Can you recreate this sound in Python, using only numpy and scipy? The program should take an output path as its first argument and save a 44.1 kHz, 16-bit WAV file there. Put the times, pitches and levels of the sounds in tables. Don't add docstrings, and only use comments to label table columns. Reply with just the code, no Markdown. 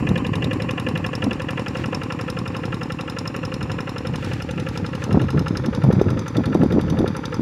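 import sys
import numpy as np
from scipy import signal
from scipy.fft import rfft, irfft, next_fast_len
from scipy.io import wavfile
from scipy.ndimage import uniform_filter1d, map_coordinates

SR = 44100
rng = np.random.default_rng(int(sys.argv[2]) if len(sys.argv) > 2 else 0)


def store_wav(level_fs):
    pcm = np.round(np.clip(np.atleast_2d(level_fs), -1, 1) * 32767)
    wavfile.write(sys.argv[1], SR, pcm.T.astype(np.int16))


def linear_from_db(decibels):
    return 10 ** (np.asarray(decibels, float) / 20)


N = 326781
CYCLE_S, FIRST_S = 0.0884179, 0.00445


def unit(x):
    return x / np.sqrt(np.mean(x ** 2) + 1e-20)


def curves(rows):
    s, *columns = np.transpose(rows)
    return [np.interp(np.arange(N) / SR, s, column) for column in columns]


def wobble(rate_hz):
    knots = rng.standard_normal(int(N * rate_hz / SR) + 4)
    return map_coordinates(knots, [np.arange(N) * rate_hz / SR])


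def filtered(x, response):
    size = next_fast_len(N + SR // 2)
    return irfft(rfft(x, size) * response(np.fft.rfftfreq(size, 1 / SR)), size)[:N]


def coloured(x, spectrum):
    f, db = np.transpose(spectrum)

    def response(hz):
        return linear_from_db(np.interp(np.log(hz + 1), np.log(f), db, left=-120, right=-120))
    return unit(filtered(x, response))


def ringing(x, modes):
    def response(f):
        total = 0
        for k, (hz, width, db) in enumerate(modes):
            mode = 1j * f * width / (hz * hz - f * f + 1j * f * width)
            total = total + (-1) ** k * linear_from_db(db) * mode
        return total
    return unit(filtered(x, response))


def rear_share():
    # time_s, share_seen_from_rear
    turn = [(0, 0), (2.5, 0.35), (4.3, 0.39), (5.5, 1), (7.41, 0.97)]
    return np.clip(curves(turn)[0], 0, 1)


def facing(side_db, rear_db):
    return side_db + (rear_db - side_db) * rear_share()


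def nearness_db():
    # time_s, level_db
    near = [(0, 2.5), (1.5, 1), (3, -1), (4.5, -1), (6, -1), (7.4, -0.5)]
    return curves(near)[0]


def beats(after_s, scatter_db, jitter_s):
    # time_s, delay_ms
    lag = [(0, -1.4), (.53, -.9), (.85, 0), (1.33, 1.8), (1.6, .9), (2.05, -1.8), (2.45, -.6), (3.2, 1.15),
           (3.8, 1), (4.05, .4), (4.55, -1.5), (4.8, -1.8), (5.28, -3.3), (5.7, -1), (6.11, .2), (6.7, .55),
           (7.17, 1.9), (7.41, 1.6)]
    even_s = FIRST_S + CYCLE_S * np.arange(-1, int(N / SR / CYCLE_S) + 2)
    chance = rng.standard_normal((len(even_s), 2))
    drift_s = np.interp(even_s, *np.transpose(lag)) / 1000
    at = np.round((even_s + drift_s + after_s + jitter_s * chance[:, 0]) * SR).astype(int)
    keep = (at >= 0) & (at < N)
    return np.bincount(at[keep], linear_from_db(scatter_db * chance[keep, 1]), N)


def burst(after_s, rise_s, fall_s, scatter_db):
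    alike = 0.38
    t = np.arange(SR // 16) / SR
    shape = (1 - np.exp(-t / rise_s)) ** 2 * np.exp(-t / fall_s)
    both = [shape, shape * rng.standard_normal(len(t))]
    clicks = beats(after_s, scatter_db, jitter_s=0.0003)
    fresh, same = signal.oaconvolve(clicks[None], both, axes=1)[:, :N]
    return np.sqrt(1 - alike) * fresh * rng.standard_normal(N) + np.sqrt(alike) * same


def struck(firing, blows, modes):
    force = 0
    for delay_s, size in blows:
        force = force + size * np.pad(firing, (round(delay_s * SR), 0))[:N]

    def soften(hz):
        return 1 / (1 + (1j * hz / 3600) * 1.74 - (hz / 3600) ** 2) ** 2
    return ringing(filtered(force, soften), modes)


def knock():
    # time_s, burn_harshness_db, piston_slap_db
    load = [(0, 0, -22), (.6, 1, 4), (1.4, 4.5, 9), (1.7, 1.5, 10.5), (2.2, 0, 10.5), (2.75, 1.5, 11),
            (3.3, -1, 9), (4.05, -2, 8.5), (4.35, -0.5, 3.5), (4.85, 1.5, 6.5), (5.15, 5.5, 1.5),
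            (5.4, 7, 10), (5.9, -4.5, 0.5), (6.44, 6, 8), (6.9, 0, 2), (7.23, 0.5, 9.5), (7.41, 11, -1)]
    # pitch_hz, width_hz, level_db
    block_modes = [(838, 30, 4.5), (1027, 61, -4.5), (1370, 43, 14.5)]
    # pitch_hz, width_hz, level_db
    head_modes = [(1036, 40, -5.5), (1680, 80, 2.5), (1765, 65, 4.5), (1985, 40, 2)]
    # pitch_hz, width_hz, level_db
    cover_modes = [(2430, 45, 0), (2510, 80, -1), (2715, 70, 1), (2840, 110, -.5), (2950, 70, -4),
                   (3300, 45, -5), (3375, 45, -5)]
    # pitch_hz, level_db_per_hz
    crack_colour = [(800, -8), (1200, -6), (1490, -14), (1750, 4), (2000, 0), (2250, -12), (2450, 5),
                    (2800, 7), (3200, -8), (3380, -1), (3700, -17), (7000, -19), (9000, -34), (15000, -48)]
    burn_db, slap_db = curves(load)
    block_db = facing(-49, -44) + slap_db
    head_db = facing(-37, -48.5) + burn_db
    cover_db = facing(-36.5, -57) + burn_db

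    firing = beats(-0.0226, scatter_db=1.34, jitter_s=0.00015)
    block = struck(firing, [(0, 0.12), (0.0036, 0.61), (0.0068, 1)], block_modes)
    head = struck(firing, [(0, 1), (0.0029, 0.75), (0.0064, 0.15)], head_modes)
    cover = struck(firing, [(0, 1), (0.0025, 0.8), (0.0047, 0.3), (0.0075, 0.1)], cover_modes)
    flare = burst(-0.0238, rise_s=0.0004, fall_s=0.005, scatter_db=1.2)
    crack = linear_from_db((head_db + cover_db) / 2 - 6) * coloured(flare, crack_colour)

    hidden_db = 3 * np.sin(np.pi * rear_share())
    total = linear_from_db(block_db - 4.0) * block + crack
    total += linear_from_db(head_db - 3.0 - hidden_db) * head + linear_from_db(cover_db - 3.0) * cover
    detour = np.roll(total, round(0.0006 * SR))
    return np.where(np.arange(N) > 5.0 * SR, detour, total)


def pipes():
    # pitch_hz, level_db, fade_by_60_db_s, push_or_pull (+1 or -1)
    strokes = [ (185, -13.5, 0.029, 1), (102, -24, 0.09, -1), (986, -33, 0.031, 1), (259, -14, 0.029, -1),
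               (829, -25.5, 0.02, -1), (276, -21, 0.026, 1), (160.7, -22, 0.11, -1), (312, -31.5, 0.15, -1),
               (516, -24, 0.09, -1), (108, -22, 0.055, -1), (118, -30, 0.08, 1), (520, -35, 0.035, 1)]
    stroke_s = [-.0047, -.005, -.003, .0226, .0226, .0477, .0495, .0502, -.0247, .0054, .0432, .02]
    t = np.arange(SR // 5) / SR
    onset = 1 - np.exp(-t / 0.00072)
    total = np.zeros(N)
    for after_s, (hz, db, t60, push) in zip(stroke_s, strokes):
        ring = np.sign(push) * linear_from_db(db - 60 * t / t60) * np.sin(2 * np.pi * hz * t) * onset
        total += signal.oaconvolve(beats(after_s, scatter_db=1.2, jitter_s=0.0001), ring)[:N]
    return linear_from_db(nearness_db()) * total


def valves():
    # after_exhaust_opens_s, fall_s, level_db
    puffs = [
        (-.0045, 0.0029, -50),
        (0.0236, 0.0017, -51),
    ]
    # pitch_hz, width_hz, level_db
    shell = [(833, 100, -2), (1097, 139, -0.5)]
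    barks = np.zeros(N)
    for after_s, fall_s, db in puffs:
        barks += linear_from_db(db) * ringing(burst(after_s, 0.0008, fall_s, scatter_db=1), shell)
    return linear_from_db(nearness_db()) * barks


def voiced(x, hz, scatter_db):
    # time_s, pitch_hz, level_db
    accents = [(0, 2810, 9), (0, 3790, 7), (0, 5240, 6), (0.09, 6120, 18), (0.36, 6120, 13),
               (0.45, 3790, 7), (0.62, 5240, 5), (0.71, 6120, 11), (0.98, 5240, -11), (1.07, 6120, 4),
               (1.15, 5240, 3), (1.24, 6120, 11), (1.24, 9000, 5), (1.51, 9000, 7), (1.6, 6120, -8),
               (1.68, 5240, 6), (1.68, 6120, -13), (1.86, 3790, -8), (1.95, 5240, 10), (1.95, 6120, 10),
               (2.04, 5240, -5), (2.13, 6120, -8), (2.3, 9000, 7), (2.39, 5240, 4), (3.01, 3790, 3),
               (3.01, 5240, -5), (3.19, 3790, 5), (3.19, 5240, 3.5), (3.28, 5240, 2.5), (3.36, 3790, -14),
               (3.36, 5240, -7.5), (3.98, 5240, 4), (4.07, 5240, 3.5), (4.16, 6120, 10), (4.43, 3790, -14),
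               (4.51, 5240, -15), (4.51, 6120, 9), (4.6, 6120, 8), (4.78, 5240, 6.5), (4.87, 9000, -14),
               (5.04, 6120, 13.5), (5.04, 9000, 4), (5.22, 5240, -10), (5.57, 3790, 4), (5.57, 5240, 2),
               (5.66, 3790, 4), (5.75, 3790, 4), (6.19, 6120, 13.5), (6.28, 6120, 14.5), (6.28, 9000, 4),
               (6.37, 3790, 10.5), (6.46, 3790, 9), (6.55, 5240, -4), (6.64, 5240, -11), (6.64, 6120, -13),
               (6.9, 6120, 6), (6.99, 5240, -4), (7.08, 3790, 7.5), (7.17, 9000, 6), (7.25, 3790, 10)]
    cycle = np.floor((np.arange(N) / SR - FIRST_S + 0.03) / CYCLE_S).astype(int)
    db = scatter_db * rng.standard_normal(cycle[-1] + 1)
    for s, accent_hz, accent_db in accents:
        if abs(np.log(min(hz, 9000) / accent_hz)) < 0.07:
            db[round((s - FIRST_S) / CYCLE_S)] += accent_db
    stroke_size = np.sqrt(np.bincount(cycle, x ** 2) + 1e-9)
    return unit(x / stroke_size[cycle]) * linear_from_db(db)[cycle]


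def spit():
    # time_s, strength_db, lean_to_high_whistle_db
    jet = [(0, -47.5, -4), (.5, -47, -3.5), (1.1, -43.5, 1.5), (1.6, -49.5, 1.5), (2.1, -45, 2.5),
           (2.7, -48, 1), (3.3, -42.5, 3.5), (3.9, -47.5, 0), (4.4, -46, -0.5), (5, -47.5, 0),
           (5.6, -44, 2.5), (6, -48.5, 0.5), (6.4, -47.5, 0.5), (6.9, -45.5, -1.5), (7.41, -46, 8.5)]
    # pitch_hz, width_hz, level_db
    whistles = [
        [(2810, 300, 0.5), (3780, 330, 0)],
        [(5253, 230, 4), (6120, 94, -6)],
    ]
    # pitch_hz, width_hz, level_db
    hiss = [(8670, 300, 5.2), (9240, 450, 14), (10250, 400, 14.8), (11400, 530, 16.4), (12600, 1400, 6.8)]
    # level_over_jet_db, answer_to_lean
    jet_voices = [
        (-2, -1.05),
        (-4, 1),
        (-11, -0.41),
    ]
    jet_db, lean_db = curves(jet)
    total = np.zeros(N)
    for (db, answer), modes in zip(jet_voices, [*whistles, hiss]):
        voices = np.zeros(N)
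        for hz, width, mode_db in modes:
            puff = burst(-0.0034, rise_s=0.0012, fall_s=0.003, scatter_db=-3)
            voices += linear_from_db(mode_db) * voiced(ringing(puff, [(hz, width, 0)]), hz, scatter_db=1.5)
        total += linear_from_db(jet_db + db + answer * lean_db) * unit(voices)
    total = filtered(total, lambda hz: 1 / (1 + (hz / 12500) ** 6))
    spray = burst(-0.0029, rise_s=0.0011, fall_s=0.0034, scatter_db=4.0)
    return total + linear_from_db(jet_db - 27) * coloured(spray, [(7000, -20), (12500, 7), (15800, -9)])


def shaken(db, side, rear, steady, grain_db, shake):
    share = rear_share()
    chatter = linear_from_db(grain_db * wobble(160)) * (steady + shake)
    from_side, from_rear = rng.standard_normal((2, N)) * chatter
    mixed = np.sqrt(1 - share) * coloured(from_side, side) + np.sqrt(share) * coloured(from_rear, rear)
    return linear_from_db(db + 2.0) * mixed


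def rattle():
    # pitch_hz, level_db_per_hz
    tin_side = [(240, -37), (400, -6.5), (513, 1.2), (651, -8.5), (747, -2.5), (882, -16), (1050, -2.5),
                (1400, -18.5), (1500, -17.5), (1730, -11.5), (2250, -18.5), (2420, -12.5), (2760, -12),
                (3140, -22.5), (3600, -66), (4680, -64), (7920, -120)]
    tin_rear = [(240, -14), (400, -8.5), (508, 3), (645, -20), (754, -15), (866, -8.5), (1130, -13),
                (1330, -10), (1590, -17), (1790, -15), (2050, -20), (2360, -19), (2910, -31), (3140, -30.5),
                (3600, -23.5), (4680, -44), (7920, -120)]
    # pitch_hz, level_db_per_hz
    fizz_side = [(2600, 6), (3100, -14), (3750, -11), (4200, 5), (5000, -4.5), (5500, -4), (6500, -7),
                 (7400, -3.5), (8000, -14), (8700, -8), (9500, -17), (11500, -17), (13000, -25),
                 (15800, -33)]
    fizz_rear = [(2600, -12), (3100, 1), (3700, -1.5), (4200, 1.5), (5200, 3), (6500, -3), (7500, -10),
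                 (8000, -20), (9000, -14.5), (10500, -11), (12400, -26), (15800, -34)]
    t = np.arange(SR // 10) / SR
    firing, blow, shut, gulp = [beats(s, 2, 0.001) for s in (-0.022, -0.0031, 0.023, 0.049)]
    kicks = 1.04 * firing + 0.5 * blow + 0.27 * shut + 0.09 * gulp
    tin_shake = signal.oaconvolve(kicks, np.exp(-t / 0.017))[:N]
    fizz_shake = signal.oaconvolve(blow + 0.26 * firing, np.exp(-t / 0.022))[:N]
    tin_db = facing(-37, -35.5) + nearness_db()
    tin = shaken(tin_db, tin_side, tin_rear, steady=0.42, grain_db=1.3, shake=tin_shake)
    sizzle = shaken(facing(-55.5, -55), fizz_side, fizz_rear, steady=0.7, grain_db=1.1, shake=fizz_shake)
    return tin, sizzle


def splash():
    # start_s, length_s, level_db
    splashes = [(1.726, 0.13, -42), (4.12, 0.31, -42), (4.7, 0.1, -44), (4.982, 0.087, -43.5)]
    # pitch_hz, level_db_per_hz
    spray = [(600, -39), (1500, 9), (3000, 1), (7000, -12), (12000, -26), (16000, -26)]
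    t = np.arange(N) / SR
    swell = np.zeros(N)
    for s, length, db in splashes:
        progress = np.clip((t - s) / length, 0, 1)
        swell += linear_from_db(db) * np.sin(np.pi * progress ** 1.14) ** 0.75
    drops = rng.standard_normal(N) * linear_from_db(1.6 * wobble(280))
    return swell * coloured(drops, spray)


def mirrored(x):
    # time_s, delay_ms, strength
    water = [(0, .56, .4), (2.6, .56, .4), (3.2, .555, .6), (3.95, .555, .6), (4.15, .56, .25),
             (4.9, .58, .15), (5.1, .74, .2), (5.7, .81, .3), (6.3, .85, .5), (7.41, .85, .5)]
    # time_s, delay_ms, strength (negative = upside down)
    hand = [(0, 1.07, .2), (2.2, 1.07, .25), (2.6, .77, .15), (3.3, .73, .3), (4, .73, .3), (4.3, .75, 0),
            (5.1, .88, -.1), (5.4, .88, -.3), (6, .74, -.3), (7.41, .73, -.35)]
    total, power = x.copy(), 1
    for delay_ms, strength in (curves(water), curves(hand)):
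        late = (delay_ms + 0.005 * wobble(6)) * SR / 1000
        echo = map_coordinates(x, [np.arange(N) - late])
        total = total + strength * filtered(echo, lambda hz: 1 / (1 + (hz / 17000) ** 2))
        power = power + strength ** 2
    return total / np.sqrt(power)


def gusts():
    # start_s, length_s, level_db
    gust_rows = [(-.05, 0.3, -24.5), (0.163, 0.61, -27.5), (0.81, 0.29, -28), (1.211, 0.15, -22),
                 (1.343, 0.65, -38), (1.754, 0.31, -30.5), (2.285, 0.35, -33), (2.636, 0.2, -30),
                 (2.99, 0.83, -39), (3.576, 0.27, -31), (4.013, 0.23, -29.5), (4.237, 0.18, -27.5),
                 (4.552, 0.097, -27), (4.778, 0.12, -25.5), (5.067, 0.16, -17), (5.21, 0.048, -16.5),
                 (5.326, 0.12, -21), (5.471, 0.18, -26), (5.636, 0.096, -23.5), (5.764, 0.052, -24.5),
                 (5.819, 0.28, -21), (6.03, 0.22, -22), (6.346, 0.098, -20), (6.456, 0.12, -21.5),
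                 (6.547, 0.15, -20.5), (6.693, 0.14, -16), (6.833, 0.16, -23.5), (6.971, 0.11, -19.5),
                 (7.075, 0.022, -25), (7.379, 0.076, -25)]
    t = np.arange(N) / SR
    swell = linear_from_db(-38.5)
    for s, length, db in gust_rows:
        rise = (t - s) / (0.18 * length)
        fall = (s + length - t) / (0.34 * length)
        swell = swell + linear_from_db(db) * np.clip(np.minimum(rise, fall), 0, 1)
    return 20 * np.log10(swell)


def wind():
    # pitch_hz, level_db_per_hz
    buffet_colour = [(13, -60), (25, -33), (98, 2), (172, 0), (261, -7), (315, -4), (434, -9),
                     (1160, -34.5), (1320, -26), (2000, -66), (2600, -83), (4400, -120)]
    # pitch_hz, level_db_per_hz
    rumble_colour = [(15, -45), (30, -34), (55, -2.5), (90, 0), (140, 0), (220, -19.5)]
    # time_s, level_db
    deep = [(0, 3), (.5, -5), (2, -4.5), (3.6, -4), (4.4, 5), (4.9, -1), (5.6, 2), (6.2, -2), (7.41, 2)]
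    # time_s, peak_db, pitch_hz, push_or_pull (+1 or -1)
    pops = [(.108, -7, 170, 1), (.115, -5, 150, -1), (1.267, -11.5, 265, -1), (5.122, -8, 172, 1),
            (5.145, -2, 178, -1), (5.173, -1, 234, 1), (5.246, -11, 220, -1), (5.365, -5, 159, -1),
            (5.382, -5.5, 163, 1), (5.685, -7, 229, -1), (5.842, -5.5, 140, 1), (5.849, -7.5, 140, 1),
            (5.867, -8, 140.3, -1), (5.8885, -2, 187, 1), (5.904, -5.5, 436, -1), (5.9362, -4.5, 199, -1),
            (5.968, -4.5, 137, -1), (6.0147, -0.5, 397, 1), (6.072, -7, 116, -1), (6.132, -8, 165, -1),
            (6.384, -5, 280, -1), (6.552, -2.5, 330, 1), (6.611, -4.5, 226, 1), (6.634, -2.5, 305, 1),
            (6.662, -7, 244, 1), (6.741, -6, 173, 1), (6.763, -6, 307, 1), (6.784, -2.5, 312, 1),
            (7.007, -4.5, 303, 1), (7.029, -8, 277, 1), (7.0445, -6.5, 400, 1), (7.3958, -9, 244, -1)]
    # time_s, peak_db, pitch_hz, push_or_pull (+1 or -1)
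    swings = [(0.026, -12, 262, -1), (0.128, -13, 158, 1), (0.166, -11.5, 198, -1), (0.223, -12.5, 265, -1),
              (0.293, -14, 230, -1), (0.483, -11, 255, 1), (0.567, -13, 307, 1), (0.872, -17, 250, 1),
              (0.886, -12.5, 211, -1), (0.956, -16, 189, 1), (1.278, -10, 244, -1), (1.885, -15.5, 243, 1),
              (4.585, -19, 234, -1), (4.828, -17.5, 189, -1), (5.233, -12.5, 167, -1),
              (5.399, -13.5, 150, 1), (5.406, -16, 212, 1), (5.694, -17, 220, -1), (5.879, -4.5, 131, 1),
              (5.987, -6.5, 190, 1), (6.174, -11.5, 210, -1), (6.404, -9.5, 210, -1), (6.412, -14, 242, -1),
              (6.478, -10.5, 230, -1), (6.485, -18, 180, -1), (6.498, -12, 230, -1), (6.519, -12, 230, 1),
              (6.558, -8, 200, 1), (6.627, -2.5, 210, 1), (6.708, -11, 187, 1), (6.722, -12, 197, -1),
              (6.752, -6.5, 197, -1), (6.774, -9.5, 222, 1), (6.793, -19, 210, 1), (6.827, -13, 192, -1),
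              (6.852, -10, 171, 1), (6.912, -9.5, 152, -1), (6.925, -8.5, 286, -1), (6.946, -11.5, 240, -1),
              (6.968, -14, 199, -1), (6.996, -9, 270, -1), (7.104, -12.0, 189, 1)]
    # time_s, peak_db, push_or_pull (+1 or -1)
    snaps = [(.1139, -20, 1), (.1787, -30, -1), (.4453, -23, 1), (.5314, -21, -1), (1.2691, -17, 1),
             (5.1471, -12, 1), (5.172, -15, -1), (5.1768, -12, 1), (5.8421, -17, 1), (5.8509, -17, 1),
             (5.8952, -19, -1), (6.0144, -12, 1), (6.3902, -24, -1), (6.4089, -18, -1), (6.5519, -13, 1),
             (6.5593, -13.5, -1), (6.6246, -25, -1), (6.6341, -15.5, 1), (6.728, -25, 1), (6.7726, -17, 1),
             (6.7916, -22, 1), (6.944, -19, 1), (6.956, -23, 1), (7.008, -22, -1), (7.0437, -16, -1)]
    buffet_db = gusts()
    lumps_db = np.clip((buffet_db + 40) / 20, 0.3, 1) * 2 * wobble(45)
    raw = coloured(linear_from_db(lumps_db + 3.6 * wobble(200)) * rng.standard_normal(N), buffet_colour)
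    dull = filtered(raw, lambda hz: 1 / (1 + (hz / 330) ** 4))
    force = np.clip((buffet_db + 29) / 10, 0, 1)
    total = linear_from_db(buffet_db + 0.5) * (dull + force * (raw - dull))

    slow_power = uniform_filter1d(linear_from_db(2 * buffet_db), int(0.25 * SR))
    slow_db = 10 * np.log10(np.abs(slow_power) + 1e-9)
    rumble_db = -33 + curves(deep)[0] + 0.9 * (slow_db + 26.5) + 0.68 * wobble(11.0)
    total += linear_from_db(rumble_db) * coloured(rng.standard_normal(N), rumble_colour)

    reach = SR // 50
    t = np.arange(-reach, reach) / SR
    edge = (1 - (50 * t) ** 4) ** 2
    hush = 1 - 0.58 * np.exp(-(t / 0.0046) ** 2)
    for s, *_ in [*pops, *swings]:
        part = total[round(s * SR) - reach:][:len(t)]
        part *= hush[:len(part)]
    for rows, sharp in ((pops, 0.6), (swings, 0.25)):
        for s, db, hz, push in rows:
            fade = edge * np.exp(-(np.hypot(t * hz, 0.08) - 0.08) * np.where(t < 0, 2.5, 0.65))
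            spike = np.exp(-(t / np.where(t < 0, 0.0004, 0.0007)) ** 2)
            spike = sharp * min(hz / 300, 1.2) ** 0.27 * spike
            swing = (np.cos(2 * np.pi * hz * t) * fade + spike) / (1 + sharp / 2)
            part = total[round(s * SR) - reach:][:len(t)]
            part += (np.sign(push) * linear_from_db(db - 1.0) * swing)[:len(part)]
    snap = np.cos(2 * np.pi * 694 * t) * np.exp(-(t / 0.0008) ** 2)
    for s, db, push in snaps:
        part = total[round(s * SR) - reach:][:len(t)]
        part += (np.sign(push) * linear_from_db(db) * snap)[:len(part)]
    return total


def scene():
    tin, sizzle = rattle()

    def water_dip(hz):
        return (655 ** 2 - hz ** 2 + 1j * hz * 50) / (655 ** 2 - hz ** 2 + 1j * hz * 170)
    low = filtered(pipes() + knock() + valves() + tin, water_dip)
    far = low + mirrored(spit() + sizzle) + splash()
    band = filtered(far, lambda hz: np.exp(-((hz - 1060) / 100) ** 2))
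    shade = 0.84 * np.exp(-((np.arange(N) / SR - 4.53) / 0.34) ** 4)
    return (far - shade * band + wind())[None]


def band_limit(x):
    return signal.sosfilt(signal.butter(12, 15760, fs=SR, output="sos"), x)


def record(dry):
    # pitch_hz, level_db_per_hz
    self_noise = [(2000, -20), (6000, 5), (15800, 7)]
    x = dry[0] + linear_from_db(-77.5) * coloured(rng.standard_normal(N), self_noise)
    x = filtered(x, lambda hz: (1j * hz / (34 + 1j * hz)) ** 3)
    x = x / (1 + np.abs(x / 1.1) ** 6) ** (1 / 6)
    mix = filtered(x, lambda hz: hz < 15760)[None]
    return band_limit(mix)


dry = scene()
out = record(dry)
store_wav(out)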